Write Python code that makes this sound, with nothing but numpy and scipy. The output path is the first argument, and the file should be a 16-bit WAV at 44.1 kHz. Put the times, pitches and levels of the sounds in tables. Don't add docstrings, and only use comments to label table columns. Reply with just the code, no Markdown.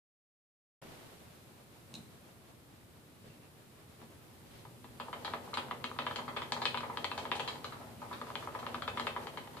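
import sys
import numpy as np
from scipy import signal
from scipy.fft import rfft, irfft
from scipy.io import wavfile
from scipy.ndimage import uniform_filter1d

SR = 44100
rng = np.random.default_rng(int(sys.argv[2]) if len(sys.argv) > 2 else 0)


def log_audio(samples):
    frames = np.atleast_2d(samples).T
    limited = np.clip(frames, -1, 1)
    pcm = np.round(limited * 32767).astype(np.int16)
    wavfile.write(sys.argv[1], SR, pcm)


N = 423360
TIME = np.arange(N) / SR
RING_TIME = np.arange(int(SR * .6)) / SR

# time in seconds, running level in dB.
IDLING = [(1.0, -59), (1.66, -65.5), (1.93, -61.5), (2.6, -68.5), (3.31, -66.5), (4.9, -62.5)]
DRIVEN = [(5.25, -51), (6.47, -50), (6.69, -47.5), (7.39, -48), (7.85, -51.5), (8.49, -47), (9.08, -49),
          (9.55, -51.5)]
# level in dB at a running level of -60 dB,
# dB gained per dB of running, dB added under full load.
RUMBLE_LAW = (-60, 0.036, 3.47)
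RUB_LAW = (-59.5, 0.81, -3.5)
DRONE_LAW = (-72.5, 0.45, 11.7)
HISS_LAW = (-61, 0.46, 0.7)
RATTLE_LAW = (-59.5, 0.88, -6)
# frequency in Hz, relative level in dB.
RUMBLE_COLOUR = [(25, -53), (45, -17), (65, -8), (95, -0.5), (150, -3), (200, -6), (300, -8.5),
                 (450, -14.5), (700, -27.5), (1500, -46.5)]
RUB_COLOUR = [(150, -15), (350, 4), (600, 2), (1000, -0.5), (1500, -5.5), (2800, -10), (4300, -13.5),
              (6000, -18.5), (14000, -24.5)]
HISS_COLOUR = [(1000, 4.5), (4000, 1.5), (6000, -3.5), (8000, -0.5), (11000, 0), (14500, -2.5)]
BRUSH_COLOUR = [(500, 0.5), (1300, -9.5), (2300, -9), (3200, -8.5), (4500, -12), (7000, -19), (14000, -27)]
ROOM_COLOUR = [(100, 6), (400, 4), (600, 0.5), (800, -1), (1100, -4), (1500, -0.5), (2500, 8.5),
               (4300, 2.5), (5500, 3.5), (10000, 8.5)]
# frequency in Hz, seconds to fall 60 dB.
ROOM_T60 = [(200, 1), (530, 1.01), (1400, 0.2354), (3700, 0.32), (10000, 0.43)]
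# delay in seconds, level in dB against the direct sound.
REFLECTIONS = [(.0042, -17.5), (.0072, -20.5), (.036, -24)]

# start in seconds, strength in dB.
BUMPS = [(.825, -56), (1.883, -64), (1.943, -55.5), (1.953, -63), (3.243, -60.5), (4.018, -61)]
SNAPS = [(1.9408, -53.5), (1.9516, -58), (1.954, -53), (1.956, -59)]
TICKS = [(5.572, -63.5), (6.936, -71), (7.366, -63)]
# peak in seconds, half-width in seconds, level in dB.
BRUSHES = [(.86, 0.089, -64), (1.053, 0.36, -63), (3.283, 0.065, -60.5), (4.045, 0.045, -66),
           (4.56, 0.094, -57.5)]
SQUEAKS = [(3.318, .055, -71), (3.45, .04, -72)]
# start in seconds, strength in dB, hardness (click over body) in dB,
# ping over click in dB, brightness (lifts the top edge) in dB, directness from 0 to 1, body pitch in Hz.
KNOCKS = [(4.0159, -61.5, -13, -8, -26, 0.9, 1000), (4.6512, -55.5, -19, -10, -30, 0.73, 940),
          (4.843, -56, -12, -5, -28, 0.66, 1000), (4.9992, -42.5, -12.5, -5, -17, 0.44, 1040),
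          (5.0827, -48, -37, -9.0, -22.0, 1, 925), (5.129, -43, -12, -12, -18.0, 0.5, 1050),
          (5.2473, -42.5, -8, 1.5, -11.5, 0.36, 920), (5.278, -44.5, -10, -11, -21, 0.8, 980),
          (5.3361, -38.5, -15, -11, -22, 0.67, 1040.0), (5.476, -53.0, -37, -3.0, -30.0, 0.7, 980.0),
          (5.5322, -43, -32, -1, -22.0, 0.2, 1190), (5.5406, -55.5, 5, 3, -11, 0.67, 1130),
          (5.572, -37.5, -8, -16, -15, 0.47, 1030), (5.684, -55, -13.0, -9.0, -27.0, 1, 1080),
          (5.7104, -40, -13.5, -10.0, -19.0, 0.68, 1100), (5.8415, -42.5, -2.5, -5.0, -16, 0.73, 1110),
          (5.9135, -48.5, -27, -6, -14.0, 0.9, 1140.0), (5.9636, -52, -24, -12.0, -22.0, 0.8, 1030.0),
          (5.9884, -38, -6.5, -20, -33, 0.7, 1040), (6.021, -49, -10, 1, -19.0, 0.8, 960.0),
          (6.066, -38.5, -8.5, -16, -28, 0.6, 1040), (6.1103, -45, -9.5, -11, -17, 0.7, 1140),
          (6.1595, -47.0, 0.5, -4.0, -11, 0.64, 1070.0), (6.1854, -41.5, -18.0, -8, -22.0, 0.2, 990),
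          (6.2791, -41.0, -19.5, -2, -17.0, 0.2, 1120.0), (6.364, -39.5, -8.5, -9, -20, 0, 1080),
          (6.419, -45, -7.5, -8.0, -15, 0.63, 1080), (6.521, -38, -6, 0.5, -9.5, 0.73, 944),
          (6.564, -42.5, -27, -4.0, -22.0, 0.34, 1090), (6.618, -39, -11.5, 2, -10, 0.44, 945),
          (6.6543, -38.5, 1.5, -1.5, -16, 0.69, 1080), (6.744, -39, -8, -17, -26, 0.65, 1010),
          (6.7733, -43.0, -4.5, -3.5, -18.0, 0.68, 1060), (6.8061, -48.5, -10.0, -5.0, -9.0, 0.8, 1100),
          (6.8314, -41.5, -20.0, -8.0, -22.0, 0, 1030.0), (6.898, -43, -30.0, -6.0, -20.0, 0.3, 975),
          (6.972, -42.5, -4.5, -6.5, -16, 0.83, 1030.0), (7.044, -40, -1.5, -6, -14.5, 0.78, 1030.0),
          (7.1151, -42, -6, -4, -20.0, 0.82, 1030.0), (7.178, -41, -9, -4, -8.5, 0.5, 926),
          (7.253, -43.0, -12, -14, -23, 0.7, 1030.0), (7.316, -36.5, -4.5, -15, -32, 0.7, 1040),
          (7.354, -44, -13, 3, -6, 0.4, 865), (7.3963, -40.5, -4.5, -8, -17, 0.48, 910),
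          (7.4765, -43.5, -4, 0, -12, 0.3, 1000), (7.5558, -55, -8, -7, -9, 0.7, 910),
          (7.6437, -46, -8.5, 3, -8, 0.57, 1150), (7.7225, -48.5, -18.0, 2, -13.0, 0.27, 1170),
          (7.813, -55, -42, -4.0, -4, 0.3, 1130), (8.0173, -45.5, -42.0, 0, -22.0, 0, 1030.0),
          (8.112, -46, -40, -5.0, -22.0, 0.4, 1020.0), (8.1285, -47, -10, -5.0, -15.0, 0.3, 1110),
          (8.214, -44.5, -17, -2, -18.0, 0.73, 1120.0), (8.269, -56, -14, -5.0, -8.0, 1, 1140.0),
          (8.302, -47.5, -17, -10, -14, 1, 1060), (8.3544, -45.0, -0.5, -8.5, -22, 0.85, 1010.0),
          (8.425, -50.5, -18.0, -11, -22.0, 0.43, 1140), (8.473, -42.5, -29.0, -9.0, -22.0, 0.7, 1030.0),
          (8.5494, -41, -21, -10.0, -22.0, 0.52, 1030), (8.59, -51, -11, -2, -6.0, 0.4, 1030),
          (8.628, -45, -28.0, -7.0, -22.0, 0.44, 1060), (8.6655, -43, -9.5, -7, -19.0, 0.76, 1100),
          (8.744, -41.5, -11, -10, -16, 0.68, 1150), (8.821, -43.5, -7.5, -5, -18, 0.68, 1190),
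          (8.878, -39.5, -8.0, -10, -17, 0.63, 1160), (8.973, -41, -9.5, -11, -24.0, 0.56, 1100.0),
          (8.997, -38.5, -9.5, -0.5, -12.5, 0.72, 1090), (9.069, -38, -6, -19, -20.0, 0.66, 1070),
          (9.163, -38.5, -19.0, -15, -23.0, 0.55, 1040.0), (9.27, -46, -9, -5, -13, 0.7, 990),
          (9.3727, -45, -9, -6, -16.0, 0.52, 1050), (9.4741, -54.5, -11, -6, -32, 0.85, 920),
          (9.569, -51.5, -12.5, 0, -8, 0.46, 1030)]
# peak in seconds, half-width in seconds, pitch in Hz, level in dB.
TREADLE_PUSHES = [(4.804, 0.18, 118, -63), (6.55, 0.74, 133, -60), (9.0, 0.37, 95, -57)]

# pitch in Hz, width in Hz, relative dB.
DRONE_MODES = [(103.7, 14, -0.5), (121.3, 15, 0), (139.7, 9.3, -1.5), (238.6, 34, 0), (576, 42, -11.5)]
BUMP_MODES = [(179, 230, 2), (442, 570, -4), (900, 1370, -10)]
SNAP_MODES = [(2750, 1100, -9), (3760, 400, 2), (4060, 500, 0), (5960, 5900, -16)]
TICK_MODES = [(6000, 3300, -4), (8500, 2700, -3), (10100, 1700, 2)]
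SQUEAK_MODES = [(2670, 260, 0)]
# pitch in Hz, width in Hz, relative dB.
THUD_MODES = [(286, 170, -11.5), (465, 327, 3.5), (540, 100, 4), (650, 126, 4.5)]
HOLLOW_MODES = [(880, 260, -1), (1030, 442, 10.5), (1180, 200, 1.5)]
CLACK_MODES = [(1632, 270, -1), (1867, 340, -2), (1570, 1170, -7)]
CLICK_MODES = [(2263, 210, -3.5), (2540, 210, -4), (3137, 590, 0), (3500, 550, -5.5), (3730, 900, -8.5),
               (2950, 2160, -7)]
PING_MODES = [(4030, 410, 3), (4250, 490, -4)]
EDGE_MODES = [(4500, 350, 4.5), (5040, 940, 4), (5900, 3200, -3.5), (6770, 1200, -3.5), (8120, 2900, -12)]
# pitch in Hz, relative level in dB, seconds to fall 60 dB.
FRAME_MODES = [(128, -14, 0.68), (242.1, 0.5, 0.36), (326, -14.5, 0.62), (416.6, -8.5, 0.2),
               (489, -0.5, 0.094), (569.4, -1.5, 0.24), (654, -4.5, 0.18), (741, -5, .16), (810.4, 0, 0.18),
               (838, -6, 0.17), (913, -5, 0.14), (988, 1, 0.19), (1182, 6, 0.097), (1244.6, 4, 0.18),
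               (1312, -3, 0.21), (1700, -2, 0.1), (1900, -9, 0.13), (2202, -7, 0.17), (2285, -6, 0.11),
               (2490, -14, 0.25), (2505, -9, 0.15), (3156, -5, 0.16), (3397, -13, 0.12)]


def undb(db):
    return 10 ** (np.asarray(db) / 20)


def unit_rms(x):
    return x / np.sqrt(np.mean(x ** 2))


def unit_energy(x):
    return x / np.sqrt(np.sum(x ** 2))


def read_curve(points, hz):
    point_hz, value = np.transpose(points)
    return np.interp(np.log(np.maximum(hz, 1)), np.log(point_hz), value)


def colour(x, points):
    n = x.shape[-1]
    return irfft(rfft(x) * undb(read_curve(points, np.fft.rfftfreq(n, 1 / SR))), n)


def resonate(x, modes):
    out = 0
    for hz, width, db in modes:
        b, a = signal.iirpeak(hz, hz / width, fs=SR)
        out = out + undb(db) * signal.lfilter(b, a, signal.lfilter(b, a, x))
    return out


def convolve(x, response):
    return signal.oaconvolve(x[None], response, axes=1)[:, :N]


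def diffuse_noise(n, alike_hz):
    hz = np.fft.rfftfreq(n, 1 / SR)
    alike = .77 / (1 + (hz / alike_hz) ** 4)
    mid, side = irfft(rfft(rng.standard_normal((2, n))) * np.sqrt([1 + alike, 1 - alike]), n)
    return np.array([mid + side, mid - side])


def wander(rate_hz):
    step = int(SR / rate_hz)
    held = np.repeat(rng.standard_normal(N // step + 1), step)
    return unit_rms(uniform_filter1d(held, step)[:N])


def swell(peak_s, half_width_s, db):
    return undb(db) * np.exp(-((TIME - peak_s) / half_width_s) ** 2)


def follow_wheel(law, times=TIME, load_start_s=3.9, load_rise_s=1):
    db, slope, loaded_db = law
    running_db = np.interp(times, *np.transpose(IDLING + DRIVEN))
    load = np.clip((times - load_start_s) / load_rise_s, 0, 1)
    return db + slope * (running_db + 60) + loaded_db * load


def strike(times, db, modes, stretch=1, detune=0.009, spot_db=5.0, slip_s=0.001563, rebound=0.32):
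    size = 1024
    hz = np.fft.rfftfreq(size, 1 / SR) + 1e-6
    pitch, slip, *spots = rng.uniform(-1.021, 1, (len(times), 2 + len(modes), 1)).transpose(1, 0, 2)
    tuned_hz = hz * np.exp(2 * detune * pitch) / np.reshape(stretch, (-1, 1))
    power = 0
    for (mode_hz, width, mode_db), spot in zip(modes, spots):
        off_centre = (tuned_hz / mode_hz - mode_hz / tuned_hz) * mode_hz / width
        power = power + undb(mode_db + spot_db * spot) ** 2 / (1 + off_centre ** 2) ** 3
    cepstrum = irfft(np.log(power + 1e-9) / 2, size)
    causal = np.r_[1, np.full(size // 2 - 1, 2), 1, np.zeros(size // 2 - 1)]
    spectra = np.exp(rfft(cepstrum * causal))
    chatter = 1 + rebound * np.exp(-2j * np.pi * hz * slip_s * (1 + slip / 2))
    out = np.zeros(N + size)
    for start_s, level, blow in zip(times, db, irfft(spectra * chatter, size)):
        start = int(start_s * SR)
        out[start:start + size] += undb(level) * np.sqrt(.03 * SR) * unit_energy(blow)
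    return out[:N]


def rumble():
    noise = unit_rms(colour(diffuse_noise(N, alike_hz=830), RUMBLE_COLOUR))
    return noise * undb(follow_wheel(RUMBLE_LAW) + 0.11 * wander(rate_hz=21))


def drive_band():
    noise = unit_rms(colour(diffuse_noise(N, alike_hz=624), RUB_COLOUR))
    return noise * undb(follow_wheel(RUB_LAW) + 2.1 * wander(rate_hz=19))


def hiss(ceiling_db=-60):
    noise = unit_rms(colour(rng.standard_normal((2, N)), HISS_COLOUR))
    return noise * undb(np.minimum(follow_wheel(HISS_LAW), ceiling_db))


def room(build_s=0.003, early_db=-1, early_s=0.013):
    noise = rfft(diffuse_noise(len(RING_TIME), alike_hz=756))
    octave = np.log2(np.maximum(np.fft.rfftfreq(len(RING_TIME), 1 / SR), 1))
    tail = 0
    for centre in range(6, 15):
        band = irfft(noise * np.maximum(1 - abs(octave - centre), 0), len(RING_TIME))
        tail = tail + band * np.exp(-np.log(1000) * RING_TIME / read_curve(ROOM_T60, 2 ** centre))
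    build_up = 1 - np.exp(-(RING_TIME / build_s) ** 2)
    early_lift = 1 + undb(early_db) * np.exp(-RING_TIME / early_s)
    return colour(unit_energy(tail * build_up * early_lift), ROOM_COLOUR)


def handling():
    snaps = strike(*np.transpose(SNAPS), SNAP_MODES, detune=0.0059)
    ticks = strike(*np.transpose(TICKS), TICK_MODES)
    bumps = strike(*np.transpose(BUMPS), BUMP_MODES, detune=0.076)
    direct = undb(-1) * (snaps + ticks) + undb(-3) * bumps
    scattered = undb(-4) * (snaps + ticks) + undb(3) * bumps
    return direct + convolve(scattered, room())


def brushes():
    noise = unit_rms(colour(rng.standard_normal((2, N)), BRUSH_COLOUR))
    return noise * sum(swell(*row) for row in BRUSHES) * undb(2.0 * wander(rate_hz=110))


def squeaks():
    noise = unit_rms(resonate(rng.standard_normal((2, N)), SQUEAK_MODES))
    return noise * sum(swell(*row) for row in SQUEAKS) * undb(2.2 * wander(rate_hz=60))


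def knocks(usual_hollow_hz=1040, hollow_lag_s=0.00087):
    times, knock_db, hard_db, ping_db, bright_db, directness, hollow_hz = np.transpose(KNOCKS)
    click_db = knock_db + hard_db
    body = strike(times + hollow_lag_s, knock_db, HOLLOW_MODES, stretch=hollow_hz / usual_hollow_hz,
                  detune=0, spot_db=7.5, slip_s=0.00195, rebound=0.12)
    ping = strike(times, click_db + ping_db, PING_MODES, detune=0.008, spot_db=3.0)
    clack = strike(times, knock_db - 4 + 0.46 * hard_db, CLACK_MODES, detune=0.034)
    click = strike(times, click_db + 0.6, CLICK_MODES, detune=0.021, spot_db=5.5)
    edge = strike(times, click_db + 3.5 + bright_db, EDGE_MODES, detune=0.02)
    crack = clack + click + ping + edge
    thud = strike(times, knock_db - 15.5, THUD_MODES)
    rattle = weak_knocks()
    latest_knock = np.maximum(np.searchsorted(times, TIME + .001) - 1, 0)
    direct_share = np.clip(directness, .15, .9)[latest_knock]
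    direct = (undb(-0.58) * body + crack) * np.sqrt(direct_share) + undb(-4.5) * rattle
    scattered = (undb(-0.4) * body + crack) * np.sqrt(1 - direct_share) + thud + undb(0.5) * rattle
    near = from_left(add_reflections(direct))
    echoes = sum(convolve(scattered * (latest_knock % 3 == pattern), room()) for pattern in range(3))
    low_shake = strike(times, knock_db - 8, [(686, 2730, 0)])
    high_shake = strike(times, click_db, [(3020, 2500, 0)])
    ringing = convolve(low_shake + high_shake, frame_ring())
    return undb(-0.94) * near + undb([[5], [4]]) * echoes + undb(-2) * ringing


def add_reflections(x):
    return x + sum(undb(db) * np.interp(TIME - delay, TIME, x, left=0) for delay, db in REFLECTIONS)


def from_left(x, lag_s=.000075, shade_db=8.5):
    hz = np.fft.rfftfreq(N, 1 / SR)
    shade = shade_db * read_curve([(500, 0), (3500, 1)], hz)
    left = undb(shade / 2)
    right = undb(-shade / 2) * np.exp(-2j * np.pi * hz * lag_s)
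    return irfft(rfft(x) * np.array([left, right]), N)


def frame_ring(rise_s=0.0014):
    out = 0
    for hz, db, t60 in FRAME_MODES:
        phase = rng.uniform(0, 2 * np.pi) - np.array([[0], [min(hz / 1000, 1.5)]])
        decay = np.exp(-np.log(1000) * RING_TIME / t60)
        out = out + undb(db) * np.sin(2 * np.pi * hz * RING_TIME + phase) * decay
    return unit_energy(out * (1 - np.exp(-RING_TIME / rise_s)))


def frame_drone():
    noise = unit_rms(resonate(diffuse_noise(N, alike_hz=900), DRONE_MODES))
    return noise * undb(follow_wheel(DRONE_LAW))


def treadle_booms(width_hz=45):
    out = 0
    for peak_s, half_width_s, hz, db in TREADLE_PUSHES:
        boom = unit_rms(resonate(diffuse_noise(N, alike_hz=900), [(hz, width_hz, 0)]))
        out = out + boom * swell(peak_s, half_width_s, db)
    return out


def weak_knocks(start_s=5, end_s=9.55, taps=150):
    times = np.sort(rng.uniform(start_s, end_s, size=taps))
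    db = follow_wheel(RATTLE_LAW, times) + np.clip(14.0 * rng.standard_normal(taps), -8, 6)
    body = strike(times, db - 6.5, HOLLOW_MODES, stretch=0.854, detune=0.12)
    clack = strike(times, db - 18.5, CLACK_MODES, detune=0.06)
    return body + clack


def scene():
    return (knocks() + handling() + rumble() + drive_band() + frame_drone() + treadle_booms()
            + brushes() + squeaks() + hiss())


def record(dry, open_s=.815, fade_s=.005, top_hz=14700):
    opened = dry * np.clip((TIME - open_s) / fade_s, 0, 1)
    lowpass = signal.ellip(10, .2, 70, top_hz, fs=SR, output="sos")
    return signal.sosfilt(lowpass, opened)


dry = scene()
out = record(dry)
log_audio(out)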